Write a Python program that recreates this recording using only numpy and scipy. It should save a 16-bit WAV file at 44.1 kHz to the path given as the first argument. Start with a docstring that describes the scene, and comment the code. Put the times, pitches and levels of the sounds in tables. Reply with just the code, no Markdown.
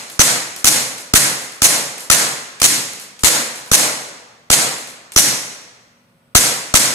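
"""A small hard room hums faintly and still rings from a gas pistol shot fired before the start.
The trigger and sear tick close by, then the first of twelve shots goes off, with more ticks between them.
Each shot swells in faintly, then cracks as a burst of noise with a knock and a low push of air;
venting gas and the clash of the slide follow as shaped noise through narrow modes, and the room rings on.
Two microphones stand close; a look-ahead limiter and clipping squash the peaks, and a short fade ends it."""
import sys
import numpy as np
from scipy import signal
from scipy.fft import rfft, irfft
from scipy.io import wavfile
from scipy.ndimage import uniform_filter1d, minimum_filter1d

SR = 44100
rng = np.random.default_rng(int(sys.argv[2]) if len(sys.argv) > 2 else 0)


def unload_wav(signal):
    """Save mono or channel-first audio to the path in sys.argv[1] as 16-bit WAV at rate SR, clipped to [-1, 1]."""
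    wavfile.write(
        sys.argv[1],
        SR,
        np.round(np.clip(np.atleast_2d(signal).T, -1, 1) * 32767).astype(np.int16),
    )


N = 306431
LEAD_S = 0.4  # the mix starts this long before the first sample that is kept

# Quiet of the room: (frequency [Hz], relative density [dB per Hz])
FLOOR_COLOUR = [(18, -47), (30, -18), (120, -4), (164, 0), (236, -6.5), (380, -13), (600, -9), (727, -13.5),
                (1470, -12.5), (1590, -19), (2240, -17.5), (5880, -27.5), (7300, -38.5), (7700, -24.5),
                (8200, -26.5), (15500, -34)]
FLOOR_DB = -58.5  # rms
# Faint hum: (frequency [Hz], level [dB rms])
HUM = [(119.5, -69.5), (241, -65.5), (542, -70.5), (1453, -78.5)]

# Shot before the start, of which only the tail is left: (time [s], room tail level [dB])
EARLIER_SHOT = (-0.29, -6.5)
# Colour of the room tail: (frequency [Hz], level [dB])
ROOM_COLOUR = [(24, -54.5), (40, -31.5), (120, -6), (294, -1.5), (386, -7), (496, 0), (636, -2.5),
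               (2210, -2), (3060, -3), (7140, 4.5), (11200, 2.5), (15500, -16)]
# Decay of the room before a tail stretches it: (frequency [Hz], t60 [s])
ROOM_T60 = [(60, 0.088), (160, 0.62), (420, 0.79), (1100, 0.83), (2500, 0.71), (6000, 0.55), (10000, 0.41),
            (15000, 0.32)]
# Likeness of the room at the two microphones: (frequency [Hz], correlation [-1 to 1])
ROOM_LIKENESS = [(60, 0.27), (160, 1), (450, 0.66), (1200, -0.17), (3300, 0.12), (5500, -0.27),
                 (7000, 0.88), (15000, 0.96)]
# Lean of the room to one microphone: (frequency [Hz], left minus right [dB])
ROOM_BALANCE = [(60, -1.5), (240, 0.5), (950, 0.5), (3770, -0.5), (15000, -0.5)]
# Bands that stand out in the tail: (frequency [Hz], width [Hz], level [dB])
ROOM_BANDS = [(2050, 510, -0.5), (4190, 120, 4.5)]
# Low modes of room and furniture: (cluster centre [Hz], relative level [dB], t60 [s])
ROOM_MODES = [(137.2, 2, 0.61), (245.3, 0, 0.6), (307.7, 4.5, 0.41), (496, 2.5, 0.44), (590, 4.5, 0.5),
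              (690, 4, 0.4), (832, 1, 0.41), (948, 7, 0.24), (1060, 6, 0.3), (1390, 0, 0.45)]
MODE_CLUSTER_HZ = 14  # each low mode is a cluster of neighbours, up to this far off, that beat
ROOM_HOLD_S = 0.032  # the tail holds before it falls
ROOM_LUMPS_DB = 1.4  # uneven reflections
BLOOM_S = 0.033  # the low-mid change of a tail comes in over this time
ROOM_TINT = 0.58  # share of a shot's colour that its room tail keeps
SHOT_ROOM_DB = -5  # room tail of a shot
TICK_ROOM_DB, TICK_BODY_DB = -10.5, 3.5  # room tail of a tick, relative to its ring; its low-mid

# Trigger and sear ticks:
# (time [s], level of the tick [dB], soft ring relative to that [dB], pitch of the snap [Hz])
TICKS = [(.0988, -25.5, -6, 10000), (0.5631, -17.5, -11.5, 10500), (0.919, -29.5, -8.5, 9000),
         (0.9819, -25, -5.5, 9000), (1.4187, -23, -8, 9000), (1.521, -29.5, -7, 9000),
         (1.9806, -22, -7.5, 8200), (2.0062, -21, -10, 10500), (2.6004, -20.5, -2, 6500),
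         (2.934, -20, -16, 10100), (2.9982, -25, -6, 9000), (3.1925, -32, -1.5, 6540),
         (3.5585, -23, -8.5, 9100), (3.661, -31, -6, 9000), (4.7839, -20, -12.5, 8450),
         (4.8727, -32, -2.5, 9150), (5.1202, -23, -7.5, 8000), (5.5515, -34, -18, 9500),
         (5.6168, -39, -15, 9050), (6.6294, -34, -12, 8940)]
# Colour of the soft ring: (frequency [Hz], level [dB])
TICK_COLOUR = [(290, -37.5), (500, -17.5), (1740, -7), (2500, -2.5), (3840, -5), (7220, -8), (10200, -5.5),
               (15500, -18.5)]
# The soft ring creeps in and fades: (start [s], rise [s], hold [s], t60 [s])
TICK_RING = (-.0025, 0.003, 0, .07)
SNAP_T60, BOUNCE_S, BOUNCE_DB = 0.0018, 0.0005, -8  # ring s, mean gap s, dB a bounce

# Shots, levels before their colour is changed:
# (time of the break [s], crack [dB], push left [dB], push right [dB],
#  clash swells left after the break [s], clash swells right after the break [s],
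#  knock band [dB], ring band [dB], treble [dB], low-mid of the room tail [dB])
SHOTS = [(0.193, 2, -2, 6, 0.0032, 0.0056, 3, 2, -3, -0.5),
         (0.6439, -0.5, -20, -5.5, 0.021, 0.017, -1.5, 3.5, 1, -0.8),
         (1.137, 8, 9, 6.5, 0.015, 0.01, 4, 1, 0.5, -1),
         (1.619, 0, -11.5, -3.5, 0.02, 0.018, -1, 3, 0.5, 1),
         (2.1005, 9, 4.5, -11, 0.0053, 0.026, 4, 0.5, -1.8, 0.2),
         (2.6168, 1.5, -9, -10.5, 0.019, 0.02, -2.5, 1.7, -1, -5),
         (3.235, 2, 5, -8, 0.0057, 0.026, 1.4, -0.5, -2.5, 1),
         (3.7151, -0.5, 0, -9.5, 0.013, 0.014, -1, 3, 0, 3),
         (4.5015, 2, -2, -6, 0.018, 0.019, 0, -1.5, -3, 0.5),
         (5.1618, 4, 1, -2, 0.0082, 0.0046, -1, 9.5, 0.2, -2.5),
         (6.3507, 14.5, 13, 11, 0.0037, 0.0046, 2, 2, -0.9, -1),
         (6.74, 5, 7.5, -13, 0.0094, 0.0051, 2, 2, -3, -1)]
SHOT_LEAD_S = 0.015  # a shot is computed from this long ahead of the break
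# Bands that vary from shot to shot: (frequency [Hz], width [Hz])
KNOCK_BAND, RING_BAND, TREBLE_EDGE = (1580, 530), (5800, 540), (8700, 280)
# Faint noise swelling just ahead of the crack: (start [s], rise [s], hold [s], t60 [s])
LEAD_IN = (-.0024, .0018, .0005, .01)
LEAD_IN_DB = -17  # relative to the crack
# Crack at the muzzle: (start [s], rise [s], hold [s], t60 [s])
CRACK = (-0.0006, 0.00147, 0.00153, 0.018)
# Colour of the crack: (frequency [Hz], level [dB])
CRACK_COLOUR = [(180, -10), (450, 1.5), (1510, -4.5), (4950, 1.5), (10400, -0.5), (15500, -10)]
# Likeness of the crack at the two microphones: (frequency [Hz], correlation [-1 to 1])
CRACK_LIKENESS = [(300, 0.49), (2000, 0.71), (5000, 0.3), (12000, 0.36)]
CRACK_RING = 1  # how strongly the crack rings the modes of the slide
MIC_LAG = 6  # samples by which crack, knock and push reach the right microphone later
# Hammer knocking the frame: (frequency [Hz], level relative to the crack [dB], t60 [s])
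KNOCK = (1300, -6, 0.014)
# A short dip of suction after the push, then an echo: (delay [s], factor)
PUSH_REPEATS = [(.0058, -0.21), (0.038, .17)]
# Venting gas: (start [s], rise [s], hold [s], t60 [s])
VENT = (0.0067, 0.0036, 0.0039, .04)
VENT_DB, SLIDE_DB = -3, 10.5
SLIDE_RISE, SLIDE_HOLD_S, SLIDE_T60 = 0.007, 0.016, 0.055  # slide runs back: s, s, s before the sag
SLIDE_SAG_DB_PER_S = 120.5  # further fall of the clash
# Narrow modes of the slide, before each shot scatters them: (frequency [Hz], width [Hz], level [dB])
SLIDE_MODES = [(1399, 30, -7), (2087, 46, -8.5), (4150, 100, -12.5), (5630, 24, -7.5), (5990, 45, 2),
               (6240, 47, 3), (6700, 41, 3), (7160, 65, 1), (7800, 67, -4), (7970, 42, -4.5),
               (9000, 54, 5.5), (9300, 40, -1), (9780, 90, -1.5), (11120, 190, 0.5)]
# Colour of vent and clash: (frequency [Hz], level [dB])
JET_COLOUR = [(100, -25), (386, -16.5), (682, -4.5), (1100, -7.5), (2080, -3), (2980, -4), (4270, -1),
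              (5390, -7.5), (5860, -0.5), (7080, -2), (10800, -5), (15500, -16.5)]
# Likeness of vent, clash and tick ring at the two microphones: (frequency [Hz], correlation [-1 to 1])
JET_LIKENESS = [(60, 0.58), (740, 0.22), (1300, 0.26), (3300, -0.49), (5500, 0.12), (7000, 0.94),
                (15000, 0.18)]
RATTLE_DB, CLATTER_DB = 2.5, 5.0  # loose metal parts chatter slowly and clatter in fine impacts

EDGE_HZ = 15600  # upper band limit


def gain_of(db):
    """Decibels to a factor."""
    return 10 ** (np.asarray(db) / 20)


def evened(x):
    """Scales to rms 1."""
    return x / np.sqrt(np.mean(x ** 2) + 1e-20)


def read(points, hz):
    """Reads a table on a log-frequency axis."""
    f, value = np.transpose(points)
    return np.interp(np.log(hz + 1), np.log(f + 1), value)[:, None]


def add(mix, s, sound):
    """Mixes a sound in at s seconds, cut off at the end."""
    part = mix[..., round((s + LEAD_S) * SR):][..., :sound.shape[-1]]
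    part += sound[..., :part.shape[-1]]


def noise_pair(size, colour, likeness, t60=None, balance=((0, 0), (1, 0)), hold=0, order=9):
    """Coloured noise at two microphones, alike band by band; with t60, a lumpy tail that dies away."""
    width = 2 ** order
    hop = width // 4
    frames = 4 * size // width + 6
    hz = np.fft.rfftfreq(width, 1 / SR)
    a, b, c, d = rng.standard_normal((frames, len(hz), 4)).T
    like = np.clip(read(likeness, hz), -1, 1)
    tilt = gain_of(read(balance, hz) / 2)
    left = a + 1j * b
    right = like * left + np.sqrt(1 - like ** 2) * (c + 1j * d)
    z = np.array([left * tilt, right / tilt])
    z *= gain_of(read(colour, hz))
    if t60:
        lumps = uniform_filter1d(rng.standard_normal((frames, len(hz))).T, size=5, axis=0)
        lumps = uniform_filter1d(lumps, size=6, axis=1)
        z *= gain_of(ROOM_LUMPS_DB * evened(lumps))
        falling = np.maximum(np.arange(frames) * hop / SR - hold, 0)
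        z *= gain_of(-60 * falling / np.maximum(read(t60, hz), 0.05))
    return evened(signal.istft(z, nperseg=width, noverlap=width - hop)[1][:, :size])


def stage(t, start, rise, hold, t60):
    """A smooth rise, a hold and an exponential fall."""
    up = np.clip((t - start) / rise, 0, 1) ** 2
    return up * gain_of(-60 * np.maximum(t - start - rise - hold, 0) / t60)


def ringing(x, modes, share):
    """Noise that also rings a set of narrow resonances, scaled to rms 1."""
    rung = np.zeros_like(x)
    for hz, width, db in modes:
        rung += gain_of(db) * signal.lfilter(*signal.iirpeak(hz, hz / width, SR), x)
    return evened(x + share * rung)


def tinted(x, knock_db, ring_db, treble_db):
    """Raises or lowers the knock band, the ring band and the treble."""
    hz = np.fft.rfftfreq(x.shape[-1], 1 / SR)
    knock, ring, treble = [(hz - f) / width for f, width in (KNOCK_BAND, RING_BAND, TREBLE_EDGE)]
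    db = knock_db * np.exp(-knock ** 2) + ring_db * np.exp(-ring ** 2)
    db += treble_db * (1 + np.tanh(treble)) / 2
    return irfft(rfft(x) * gain_of(db), x.shape[-1])


def floor(size):
    """The quiet of the room: steady coloured noise with a faint hum of sines."""
    t = np.arange(size) / SR
    hum = sum(gain_of(db) * np.sqrt(2) * np.sin(2 * np.pi * (hz * t + rng.random())) for hz, db in HUM)
    return gain_of(FLOOR_DB) * noise_pair(size, FLOOR_COLOUR, ROOM_LIKENESS, order=11) + hum


def room_tail(stretch):
    """A dense tail that builds up over the first reflections and dies band by band."""
    t60 = [(hz, s * stretch) for hz, s in ROOM_T60]
    size = round(1.4 * SR)
    tail = noise_pair(size, ROOM_COLOUR, ROOM_LIKENESS, t60, ROOM_BALANCE, ROOM_HOLD_S, order=10)
    tail = ringing(tail, ROOM_BANDS, 0.36)
    tail /= np.sqrt(np.mean(tail[:, 1500:4500] ** 2))  # level set by the early part
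    return tail * np.clip(np.arange(size) / SR / 0.014, 0, 1) ** 6.9


def room_modes(t):
    """The lowest modes of the room and its furniture, alike at both microphones, struck anew by each sound."""
    hz, db, t60 = np.transpose(ROOM_MODES * 3)[..., None]  # three neighbours a cluster
    hz = hz + MODE_CLUSTER_HZ * rng.uniform(-1, 1, hz.shape)
    modes = gain_of(db - 60 * t / t60) * np.sin(2 * np.pi * (hz * t + rng.random(hz.shape)))
    return gain_of(-24.5) * modes.sum(axis=0) * np.clip(t / 0.04, 0, 1)


def add_room(mix):
    """The room answers the earlier shot, every shot and every tick with a dying blend of tails."""
    # adjoining rooms last longer
    tails = np.array([room_tail(0.76) + gain_of(-8.5) * room_tail(1.635) for _ in range(5)])
    since = np.arange(tails.shape[-1]) / SR
    due = [(*EARLIER_SHOT, 0, 0, 0, 0)]
    due += [(row[0], SHOT_ROOM_DB, *row[-4:]) for row in SHOTS]
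    due += [(s, db + ring_db + TICK_ROOM_DB, 0, 0, 0, TICK_BODY_DB) for s, db, ring_db, _ in TICKS]
    blends = rng.standard_normal((len(due), len(tails)))  # random blend of the tails for each sound
    low_mid = signal.butter(1, (350, 1300), "bandpass", fs=SR)
    bloom = np.minimum(since / BLOOM_S, 1)
    for (s, room_db, *tint_db, body_db), blend in zip(due, blends):
        tail = np.tensordot(blend / np.linalg.norm(blend), tails, axes=1) + room_modes(since)
        if any(tint_db):
            tail = tinted(tail, *ROOM_TINT * np.array(tint_db))
        body = (gain_of(body_db) - 1) * bloom * signal.lfilter(*low_mid, tail)
        add(mix, s, gain_of(room_db) * (tail + body))


def snap(t, hz):
    """A small metal part clicks brightly, then bounces three times, weaker and unevenly spaced."""
    late = t - BOUNCE_S * (np.arange(4) + rng.uniform(-0.18, 0.2, 4))[:, None]
    rings = (late > 0) * gain_of(-60 * np.abs(late) / SNAP_T60) * np.sin(2 * np.pi * hz * late)
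    return gain_of(BOUNCE_DB * np.arange(4)) @ rings


def tick(t, db, ring_db, hz):
    """Trigger or sear: the snap over a soft ring of coloured noise."""
    ring = gain_of(ring_db) * stage(t, *TICK_RING) * noise_pair(len(t), TICK_COLOUR, JET_LIKENESS)
    return gain_of(db) * (2 * snap(t, hz) + ring)


def muzzle_crack(t, crack_db, modes):
    """The muzzle's burst and the faint swell ahead of it share one noise that rings the slide."""
    noise = ringing(noise_pair(len(t), CRACK_COLOUR, CRACK_LIKENESS), modes, CRACK_RING)
    return noise * gain_of(crack_db) * (stage(t, *CRACK) + gain_of(LEAD_IN_DB) * stage(t, *LEAD_IN))


def hammer_knock(t, crack_db):
    """The hammer knocks the frame, a dying sine."""
    hz, db, t60 = KNOCK
    return gain_of(crack_db + db) * stage(t, 0, 0.00081, 0.0013, t60) * np.sin(2 * np.pi * hz * t)


def push(t):
    """A hump of overpressure, a short dip within a long shallow suction, and an echo of the hump."""
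    hump = np.exp(-((t - 0.0038) / 0.00081) ** 2)
    u = np.maximum(t - 0.004, 0) / 0.0071
    wave = hump - 0.08 * u * np.exp(1 - u)
    return wave + sum(k * np.roll(hump, round(s * SR)) for s, k in PUSH_REPEATS)


def vent_and_slide(t, swell_left, swell_right, modes):
    """Venting gas and slide clash, summed in power, shape one clattering noise that rings the slide."""
    swells = np.array([[swell_left], [swell_right]])
    clash = stage(t, swells, SLIDE_RISE, SLIDE_HOLD_S, SLIDE_T60)
    clash *= gain_of(-SLIDE_SAG_DB_PER_S * np.maximum(t - (swell_left + swell_right) / 2, 0))
    shape = np.hypot(gain_of(VENT_DB) * stage(t, *VENT), gain_of(SLIDE_DB) * clash)
    rattle = gain_of(RATTLE_DB * evened(uniform_filter1d(rng.standard_normal(len(t)), size=120)))
    clatter = gain_of(CLATTER_DB * evened(uniform_filter1d(rng.standard_normal(len(t)), size=14)))
    noise = ringing(clatter * noise_pair(len(t), JET_COLOUR, JET_LIKENESS), modes, 0.98)
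    return shape * rattle * noise


def shot(crack_db, push_left_db, push_right_db, swell_left, swell_right, *tint_db):
    """One shot as it reaches the microphones directly: crack, knock, push, vent and slide."""
    t = np.arange(6400) / SR - SHOT_LEAD_S
    # the pitch and level of each mode are drawn at random for every shot
    modes = np.array(SLIDE_MODES) + rng.standard_normal((len(SLIDE_MODES), 3)) * [25, 0, 3.5]
    crack = muzzle_crack(t, crack_db, modes) + hammer_knock(t, crack_db)
    crack = tinted(crack, *tint_db) + gain_of([[push_left_db], [push_right_db]]) * push(t)
    jet = vent_and_slide(t, swell_left, swell_right, modes)
    return tinted(jet, *tint_db) + [crack[0], np.roll(crack[1], MIC_LAG)]


def scene():
    """Ticks and shots, direct and through the room, over the floor."""
    mix = floor(N + round(LEAD_S * SR))
    add_room(mix)
    t = np.arange(2048) / SR - 0.004  # the soft ring of a tick starts early
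    for s, *settings in TICKS:
        add(mix, s + t[0], tick(t, *settings))
    for s, *levels, _ in SHOTS:
        add(mix, s - SHOT_LEAD_S, shot(*levels))
    return mix[:, -N:]


def record(dry):
    """A limiter that ducks ahead of peaks, a slower second stage, clipping, a fade-out, the band limit."""
    power = abs(uniform_filter1d((dry ** 2).mean(0), round(0.0027 * SR)))
    power_db = 10 * np.log10(power + 1e-12)
    ahead = -minimum_filter1d(-power_db, round(2 * 0.0087 * SR))  # highest level 8.7 ms either way
    fall = np.arange(N) * 890.0 / SR  # the level it follows falls by at most 890 dB a second
    followed_db = np.maximum.accumulate(ahead + fall) - fall
    duck_db = np.clip(0.26 * (followed_db + 17), 0, 12.0)
    slow = np.arange(N) * 71.0 / SR  # the second stage lets go at 71 dB a second
    held_db = np.clip(uniform_filter1d(power_db, round(0.017 * SR), origin=200) + 6, 0, 4.5)
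    duck_db += np.maximum.accumulate(held_db + slow) - slow
    ducked = dry / gain_of(uniform_filter1d(duck_db, round(0.0046 * SR)))
    fade = np.clip((N - np.arange(N)) / SR / 0.0077, 0.2, 1)
    clipped = np.clip(ducked, -0.95, 0.95) * fade
    low_pass = signal.firwin(511, EDGE_HZ, window=("kaiser", 9), fs=SR)
    return signal.oaconvolve(clipped, low_pass[None], "same")


dry = scene()
out = record(dry)
unload_wav(out)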